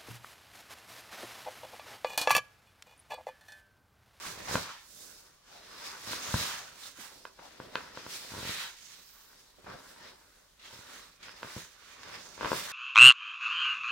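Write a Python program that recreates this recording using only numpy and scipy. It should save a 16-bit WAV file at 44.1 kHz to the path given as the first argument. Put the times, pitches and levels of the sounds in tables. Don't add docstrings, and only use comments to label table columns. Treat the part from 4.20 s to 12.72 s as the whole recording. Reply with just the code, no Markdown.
import sys
import numpy as np
from scipy import signal
from scipy.fft import rfft, irfft, next_fast_len
from scipy.io import wavfile

SR = 44100
rng = np.random.default_rng(int(sys.argv[2]) if len(sys.argv) > 2 else 0)


def generate_wav(sig):
    pcm = np.round(np.clip(np.atleast_2d(sig).T, -1, 1) * 32767).astype(np.int16)
    wavfile.write(sys.argv[1], SR, pcm)


N = 375732


def from_db(db):
    return 10 ** (np.asarray(db) / 20)


def rms_one(x):
    return x / np.sqrt(np.mean(x ** 2) + 1e-20)


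def at_hz(points, hz):
    known, *columns = np.transpose(points)
    return np.squeeze([np.interp(np.log(hz + 1e-9), np.log(known), c) for c in columns])


def butter(x, hz, kind, order=2):
    return signal.sosfilt(signal.butter(order, np.clip(hz, 10, .45 * SR), kind, fs=SR, output="sos"), x)


def split(x, hz):
    low = signal.sosfiltfilt(signal.butter(3, hz, fs=SR, output="sos"), x)
    return low, x - low


def resonate(x, modes):
    for hz, width_hz, gain_db in modes:
        x = x + (from_db(gain_db) - 1) * signal.lfilter(*signal.iirpeak(hz, hz / width_hz, fs=SR), x)
    return x


def drift(rate_hz):
    pole = np.exp(-80 * np.pi * rate_hz / SR)
    noise = rng.standard_normal(N // 40 + 2002)
    slow = signal.lfilter([1], [1, -2 * pole, pole * pole], noise)[2000:]
    return np.interp(np.arange(N) / 40, np.arange(len(slow)), rms_one(slow))


def add(track, start_s, sound):
    at = int(np.clip(round(start_s * SR), 0, N - 1))
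    track[..., at:at + sound.shape[-1]] += sound[..., :N - at]


# pitch_hz, correlation
MIC_LIKENESS = [(40, 0.91), (150, 0.89), (280, 0.79), (500, 0), (1000, 0.26), (1500, 0.92), (2200, 0.18),
                (4000, 0.09), (8000, 0), (15000, 0)]

def stereo(pair, hz):
    alike = np.clip(at_hz(MIC_LIKENESS, hz), -.995, .995)
    mid, side = np.sqrt(1 + alike) * pair[0], np.sqrt(1 - alike) * pair[1]
    return np.array([mid + side, mid - side]) / np.sqrt(2)


def coloured(pair, spectrum):
    size = next_fast_len(N)
    hz = np.fft.rfftfreq(size, 1 / SR) + 1e-3
    ends = 1 / np.sqrt((1 + (.8 * spectrum[0][0] / hz) ** 8) * (1 + (.8 * hz / spectrum[-1][0]) ** 8))
    shaped = stereo(rfft(pair, size), hz) * ends * from_db(at_hz(spectrum, hz))
    return rms_one(irfft(shaped)[:, :N])


# pitch_hz, level_db
QUIET_SPECTRUM = [(20, -1.5), (45, 8), (60, 2.5), (90, -0.5), (170, -6), (300, -16), (600, -29),
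                  (1200, -15.5), (2500, -49), (5000, -45), (10000, -21), (16000, -25)]

def room_tone(level_db=-72.5):
    return from_db(level_db) * coloured(rng.standard_normal((2, N)), QUIET_SPECTRUM)


# peak_s, rise_s, fall_s, swish_db,
# taut_db (upper over lower swish), sheen_db (top treble over swish), crumple_db,
# depth_db (low rub over crumple), pan_db (left over right)
HAND_STROKES = [(0.071, 0.13, 0.15, -40.5, 1.5, 1, -41.5, -8, -1.5),
                (0.204, 0.17, 0.22, -49.5, -5, -1.5, -51.5, 3, -5),
                (0.335, 0.1, 0.18, -36.5, 7, 1.5, -37, -5, -2),
                (0.488, 0.45, 0.2, -46, -2.5, -8, -45, -25, -0.5),
                (0.823, 0.33, 0.35, -54, 7.5, 9, -61.5, 1.5, -2.5),
                (0.919, 0.06, 0.6, -60, 2, -3, -64.0, 1, 3),
                (1.327, 0.12, 0.55, -54.0, 0, -2, -59, -2, 0.5),
                (1.514, 0.15, 1, -53, -2, -2, -56.0, -1.5, -2),
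                (1.664, 0.14, 0.27, -44.5, -1, -0.5, -48.0, -7, 0.5),
                (1.926, 0.15, 0.15, -37.5, 2.5, 0, -43.5, -4.0, -0.5),
                (2.053, 0.12, 0.71, -43.5, 3, -7, -47.5, -2, 1),
                (2.224, 0.34, 0.17, -36.5, -2.5, 3, -39, -9.5, -0.5),
                (2.331, 0.41, 0.2, -40, -1.5, -1, -42.5, -36, -0.5),
                (2.667, 0.19, 0.1, -46, 1, 1.5, -54.0, -8, -4.5),
                (2.812, 0.082, 0.2, -48.0, -2, 3, -48.5, -14, -4),
                (2.953, 0.21, 0.34, -57, 6.5, 2.5, -66, 8, -1.5),
                (3.236, 0.11, 0.42, -54, -2, -2, -58, 0, 3.5),
                (3.409, 0.082, 0.5, -55, -4, -2.5, -61, 7, 0.5),
                (3.559, 0.048, 0.33, -51, -3, -2, -44.5, -9.5, 1.5),
                (3.78, 0.11, 0.41, -49.5, 0.5, -6, -56, 3.5, 2),
                (3.942, 0.12, 0.24, -41, 3, 2, -50, -4.5, 0.5),
                (4.177, 0.25, 0.26, -45, 4, 2, -46.5, -5, -1),
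                (4.311, 0.16, 0.15, -37.5, -7.5, -0.5, -49, -1.5, -0.5),
                (4.427, 0.22, 0.17, -40, -3.0, -1.5, -44, -13, -1.0),
                (4.665, 0.2, 0.5, -52.5, 3.5, 0, -63, -2, -4),
                (5.034, 0.38, 0.47, -61.5, 0.5, 5.5, -63, -4.5, 3),
                (5.188, 0.2, 0.5, -61.5, 4.5, 2, -70, 3, 0),
                (5.516, 0.098, 0.15, -52, -2.5, -6, -48.5, -1, 5),
                (5.706, 0.39, 0.2, -57.5, 0, 5.5, -55, -2.5, 0.5),
                (5.866, 0.18, 0.13, -52.5, 0.0, -6, -51, -2.5, 1), (6.011, 0.4, 1, -63, 0, 4, -66, -0.5, 1),
                (6.457, 0.073, 0.092, -48, -6.5, -5.5, -54.0, -5, 0.0),
                (6.545, 0.086, 0.33, -51, -0.5, -1, -54, -3.5, -2.0),
                (6.756, 0.23, 0.26, -49.5, -1.0, -0.5, -53, -4.5, -2),
                (7.055, 0.075, 0.22, -50.5, -7.5, -5, -53.5, -3, -1.5),
                (7.266, 0.26, 0.29, -53.5, -7, -6, -50.0, -5.5, -2.0),
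                (7.378, 0.25, 0.18, -46.5, 1.0, 2, -53.5, -5.5, -1),
                (7.729, 0.43, 0.11, -54.5, -2.0, -4.5, -60, -2.5, -5.5),
                (7.954, 0.3, 0.16, -46.5, -5, -7, -47.5, -4.5, -2.5),
                (8.072, 0.29, 0.87, -53.5, 4.5, -4.5, -59.0, 1, -6.5),
                (8.258, 0.093, 0.13, -43.5, -11.5, -13, -39, -2.5, -7.5),
                (8.365, 0.16, 0.3, -38.5, -3, 1.5, -41, -7.5, -1),
                (8.509, 0.29, 0.2, -45.5, 1, -1.0, -43.5, -17, 1)]

def strokes(peaks_db, drop_db=21, roundness=1.29):
    t = np.arange(0, N, 32) / SR
    power = 1e-14
    for (peak_s, rise_s, fall_s, *_), peak_db in zip(HAND_STROKES, peaks_db):
        away = np.maximum((peak_s - t) / rise_s, (t - peak_s) / fall_s)
        power = power + from_db(peak_db - drop_db * away ** roundness) ** 2
    return np.interp(np.arange(N) / SR, t, np.sqrt(power))


def friction(per_s, spread_db, grain_share, clump_db):
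    buckling = rng.random((2, N)) < per_s * from_db(clump_db * drift(14)) / SR
    sizes = from_db(spread_db * np.minimum(rng.exponential(1, (2, N)), 4))
    grains = rms_one(buckling * sizes * rng.choice([-1, 1], (2, N)))
    return np.sqrt(grain_share) * grains + np.sqrt(1 - grain_share) * rng.standard_normal((2, N))


def shifting_folds(x, depth_db, fold_q):
    for hz in np.geomspace(900, 6500, 9):
        band = signal.lfilter(*signal.iirpeak(hz, fold_q, fs=SR), x)
        x = x + (from_db(depth_db * drift(4.5)) - 1) * band
    return rms_one(x)


# pitch_hz, level_db
SWISH_SPECTRUM = [(1500, 0), (2200, 3.5), (2900, 3.5), (4000, 5), (5400, 4.5), (7000, 0.5), (9000, -3.5),
                  (12000, -8.5), (15500, -7.5)]

def swish(trim_db=0.12, sheen_share=0.92, air_db=0.5):
    _, _, _, level_db, taut_db, sheen_db, _, _, pan_db = np.transpose(HAND_STROKES)
    slips = friction(per_s=900, spread_db=6.5, grain_share=0.083, clump_db=4.0)
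    rub = shifting_folds(coloured(slips, SWISH_SPECTRUM), depth_db=2.5, fold_q=12)
    body, top = split(rub, hz=6950)
    slack, tight = split(body, hz=3880)
    sheen, air = split(top * from_db(.5 * drift(60)), hz=10000)
    weave = 0
    for band, colour_db in [(slack, -taut_db / 2), (tight, taut_db / 2),
                            (sheen, sheen_share * sheen_db), (air, sheen_db + air_db)]:
        swell = np.array([strokes(level_db + colour_db + side * pan_db / 2) for side in (1, -1)])
        weave = weave + band * swell
    return from_db(trim_db + 0.9 * drift(24)) * weave


# pitch_hz, level_db
FOLD_SPECTRUM = [(220, -3), (310, -3), (400, 0), (560, 0.5), (740, -4.5), (950, 1), (1200, -2.5),
                 (1600, -1.5), (2100, -7.5), (3000, -18.5)]

def crumple(trim_db=-0.1):
    *_, level_db, depth_db, _ = np.transpose(HAND_STROKES)
    buckles = friction(per_s=450, spread_db=3.0, grain_share=0.41, clump_db=4.5)
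    rub = shifting_folds(coloured(buckles, FOLD_SPECTRUM), depth_db=3.0, fold_q=7.5)
    low, body = split(rub, hz=843)
    folds = body * strokes(level_db) + low * strokes(level_db + depth_db)
    return from_db(trim_db + 0.4 * drift(50)) * folds


# pitch_hz, level_db
FILLING_SPECTRUM = [(25, -22), (50, -2), (100, 0.5), (170, -4), (240, -7.5), (330, -14.5), (500, -0.5)]

def billow(puff_db=-62, at_rub_db=-53, growth=1.54):
    *_, crumple_db, depth_db, _ = np.transpose(HAND_STROKES)
    puffs = friction(per_s=140, spread_db=5.0, grain_share=0.53, clump_db=1)
    swell = strokes(puff_db + growth * (crumple_db + depth_db - at_rub_db))
    return swell * from_db(1.5 * drift(9.7)) * coloured(puffs, FILLING_SPECTRUM)


# start_s, level_db, fade_s, pitch_hz
HAND_SCUFFS = [(.06, -50, .02, 80), (.062, -43, 0.013, 1490), (.281, -37.5, 0.038, 1000),
               (0.356, -50, 0.019, 248), (2.142, -42, 0.028, 160), (2.784, -54, 0.026, 225.3),
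               (3.188, -49.5, .014, 1090), (5.384, -55.5, 0.017, 400), (5.466, -44.5, 0.015, 870),
               (6.395, -53, .012, 2580), (7.028, -44, 0.015, 2550), (7.367, -49, .018, 170),
               (7.832, -44, 0.0065, 2940)]

def scuffs(grab_s=0.001):
    out, t = np.zeros((2, N)), np.arange(SR // 5) / SR
    for start_s, level_db, fade_s, hz in HAND_SCUFFS:
        noise = rms_one(butter(rng.standard_normal((2, SR)), [hz / 2, hz * 2], "band"))[:, -len(t):]
        envelope = (1 - np.exp(-t / grab_s)) * np.exp(-t / fade_s)
        add(out, start_s, from_db(level_db) * stereo(noise, hz) * envelope)
    return out


# pitch_hz, width_hz, gain_db
PANEL_MODES = [(920, 210, 5.5), (1430, 160, 4), (2250, 2800, -1), (3800, 330, 6)]
# start_s, peak_db, sharpness_hz, lowest_hz, pan_db (left over right)
TAUT_SNAPS = [(0.312, -24, 900, 110, 2), (0.3431, -23.5, 800, 110, 4), (0.3535, -20.5, 260, 171, 1),
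              (0.3555, -11.5, 1540, 221, 2), (1.9321, -21, 4060, 250, 5), (1.9352, -31, 3000, 400, 0),
              (2.0749, -37, 1500, 200, 0), (2.1421, -17.5, 191, 80.5, 2), (2.142, -15, 960, 280, 2.5),
              (3.0513, -62, 2000, 500, 1), (3.0529, -27, 1900, 446, -2.5), (3.0549, -44, 2000, 900, -2),
              (3.194, -39, 1000, 150, 3), (3.4011, -27.5, 840, 140, 3.5), (3.5555, -12, 4500, 200, 0),
              (3.7738, -26, 1240, 130, 2.5), (3.8650, -29, 1100, 110, 0), (4.2937, -28.5, 475, 69.6, 1),
              (5.4693, -35.5, 1080, 120, 3), (6.5286, -40, 1300, 120, -5), (7.0836, -33.5, 3770, 800, -1),
              (7.0934, -34, 3800, 800, -2), (7.2308, -22, 2300, 300, -1), (7.2470, -31.5, 700, 99, 4),
              (7.3649, -30.5, 228, 100, 3), (7.8327, -35, 4000, 700, 0), (8.2103, -22.5, 1180, 300, 7.5),
              (8.2187, -29, 1500, 250, -8), (8.2308, -22, 1300, 250, 10), (8.247, -17, 1400, 230, 3),
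              (8.2580, -18.5, 1280, 216, 8), (8.3176, -15, 760, 282, 6), (8.3307, -17, 790, 272, 3)]

def snaps(flaps, muffle_hz=4600, crack_db=-15):
    out, t = np.zeros((2, N)), np.arange(SR // 16) / SR
    for start_s, peak_db, sharpness_hz, lowest_hz, pan_db in list(TAUT_SNAPS) + flaps:
        age = 2 * np.pi * sharpness_hz * t
        pulse = butter(age * np.exp(-age), lowest_hz, "high")
        muffled = butter(pulse, muffle_hz, "low", order=3) + from_db(crack_db) * pulse
        snap = resonate(muffled, PANEL_MODES)
        gains = from_db(peak_db + pan_db * np.array([[.5], [-.5]]))
        add(out, start_s, -snap / np.abs(snap).max() * gains)
    return out


# start_s, length_s, first_hz, last_hz, uneven_hz, level_db (before lift_db)
WEAVE_ZIPS = [(0.462, .1, 1480, 1046, 160, -52.5), (0.756, 0.1, 3620, 3790, 200, -64.5),
              (1.273, 0.18, 828, 718, 149, -64), (2.285, 0.21, 1248, 712, 223, -61.5),
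              (2.609, 0.083, 3660, 4120, 485, -54.5), (3.169, 0.14, 870, 757, 220, -60),
              (3.4, 0.2, 384, 704, 120, -61.5), (4.7, 0.48, 14700, 14600, 1800, -64.5),
              (5.6, 0.22, 7400, 8300, 1000, -71)]

def zips(lift_db=7):
    out = np.zeros((2, N))
    for start_s, length_s, first_hz, last_hz, uneven_hz, level_db in WEAVE_ZIPS:
        hz = np.geomspace(first_hz, last_hz, int(length_s * SR))
        unevenness = rms_one(butter(rng.standard_normal((2, SR)), uneven_hz, "low")[:, -len(hz):])
        tone = unevenness * np.sin(2 * np.pi * np.cumsum(hz) / SR)
        arch = np.sin(np.linspace(0, np.pi, len(hz)))
        add(out, start_s, from_db(level_db + lift_db) * stereo(tone, first_hz) * arch)
    return out


# start_s, length_s, peak_db, sharpness_hz, lowest_hz
PANEL_FLUTTERS = [(1.874, .07, -34, 600, 121), (2.16, .08, -41, 250, 80), (4.12, .16, -32.5, 600, 71),
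                  (5.444, .06, -42, 400, 90), (6.536, .07, -46, 350, 80), (8.179, .025, -33.5, 1000, 250)]

def flutters(gap_s=.018, spread_db=2.5, left_db=2):
    flaps = []
    for start_s, length_s, peak_db, sharpness_hz, lowest_hz in PANEL_FLUTTERS:
        at_s = start_s
        for gap, strength, side in rng.standard_normal((16, 3)):
            if at_s < start_s + length_s:
                flap_db = peak_db + spread_db * strength
                flaps.append((at_s, flap_db, sharpness_hz, lowest_hz, left_db * (1 + side)))
            at_s += gap_s * np.exp(.3 * gap)
    return flaps


# delay_ms, left_gain, right_gain
NEAR_SURFACES = [(.68, 0.22, 0.53), (1.92, 0.32, 0.41)]

def near_echoes(x):
    out = x.copy()
    for delay_ms, left, right in NEAR_SURFACES:
        add(out, delay_ms / 1000, x * [[left], [right]])
    return out


# pitch_hz, t60_s, ring_db
ROOM_DECAY = [(120, 0.25, -11.5), (300, 0.22, -4), (600, 0.26, -5.5), (1400, 0.22, -6.5), (3000, 0.25, -4),
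              (8000, .22, -17)]

def room(x, build_s=0.002):
    t, tail = np.arange(SR // 2) / SR, 0
    edges_hz = 60 * 2 ** np.arange(9)
    for low, high in zip(edges_hz, edges_hz[1:]):
        hz = np.sqrt(low * high)
        t60_s, ring_db = at_hz(ROOM_DECAY, hz)
        decay = (1 - np.exp(-t / build_s)) * np.exp(-np.log(1000) * t / t60_s)
        noise = butter(rng.standard_normal((2, len(t))), [low, high], "band")
        tail = tail + from_db(ring_db) * stereo(noise, hz) * decay / np.linalg.norm(decay)
    return signal.fftconvolve(x, tail, axes=1)[:, :N]


# pitch_hz, width_hz, gain_db
STANDING_WAVES = [(175, 48, 4), (271.5, 6.9, 7), (381, 17, 4), (508, 9.6, 4), (600, 19, 4.5), (714, 54, 2),
                  (794, 6.5, 4), (894, 8.5, -2.5), (1147, 22, 3.5), (1337, 8.5, 3.5), (1580, 45, -0.5),
                  (2950, 300, -0.5), (3720, 340, 1)]

def scene():
    taut = near_echoes(snaps(flutters()))
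    rustle = swish() + crumple() + billow() + zips() + scuffs()
    quiet = room_tone()
    reflections = from_db(-1.0) * room(taut)
    return taut + resonate(reflections + rustle, STANDING_WAVES) + quiet


# pitch_hz, balance_db
MIC_BALANCE = [(100, 0), (350, -2), (580, 2), (850, 0.5), (1150, -0.5), (1800, -2), (2600, -0.5),
               (3800, 0.5), (5300, 1), (7200, -9.5), (9500, -8), (12500, -5), (15000, -9.5)]

def record(dry, lag_ms=0.032, cutoff_hz=15850):
    size = next_fast_len(N + SR // 10)
    hz = np.fft.rfftfreq(size, 1 / SR)
    colour = from_db(at_hz(MIC_BALANCE, hz) * np.array([[.5], [-.5]]))
    colour = colour / np.sqrt(np.mean(colour ** 2, axis=0))
    lag = np.exp(-2j * np.pi * hz * np.array([[0], [lag_ms / 1000]]))
    low_pass = 1 / np.sqrt(1 + (hz / cutoff_hz) ** 300)
    return irfft(rfft(dry, size) * colour * lag * low_pass, size)[:, :N]


dry = scene()
out = record(dry)
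generate_wav(out)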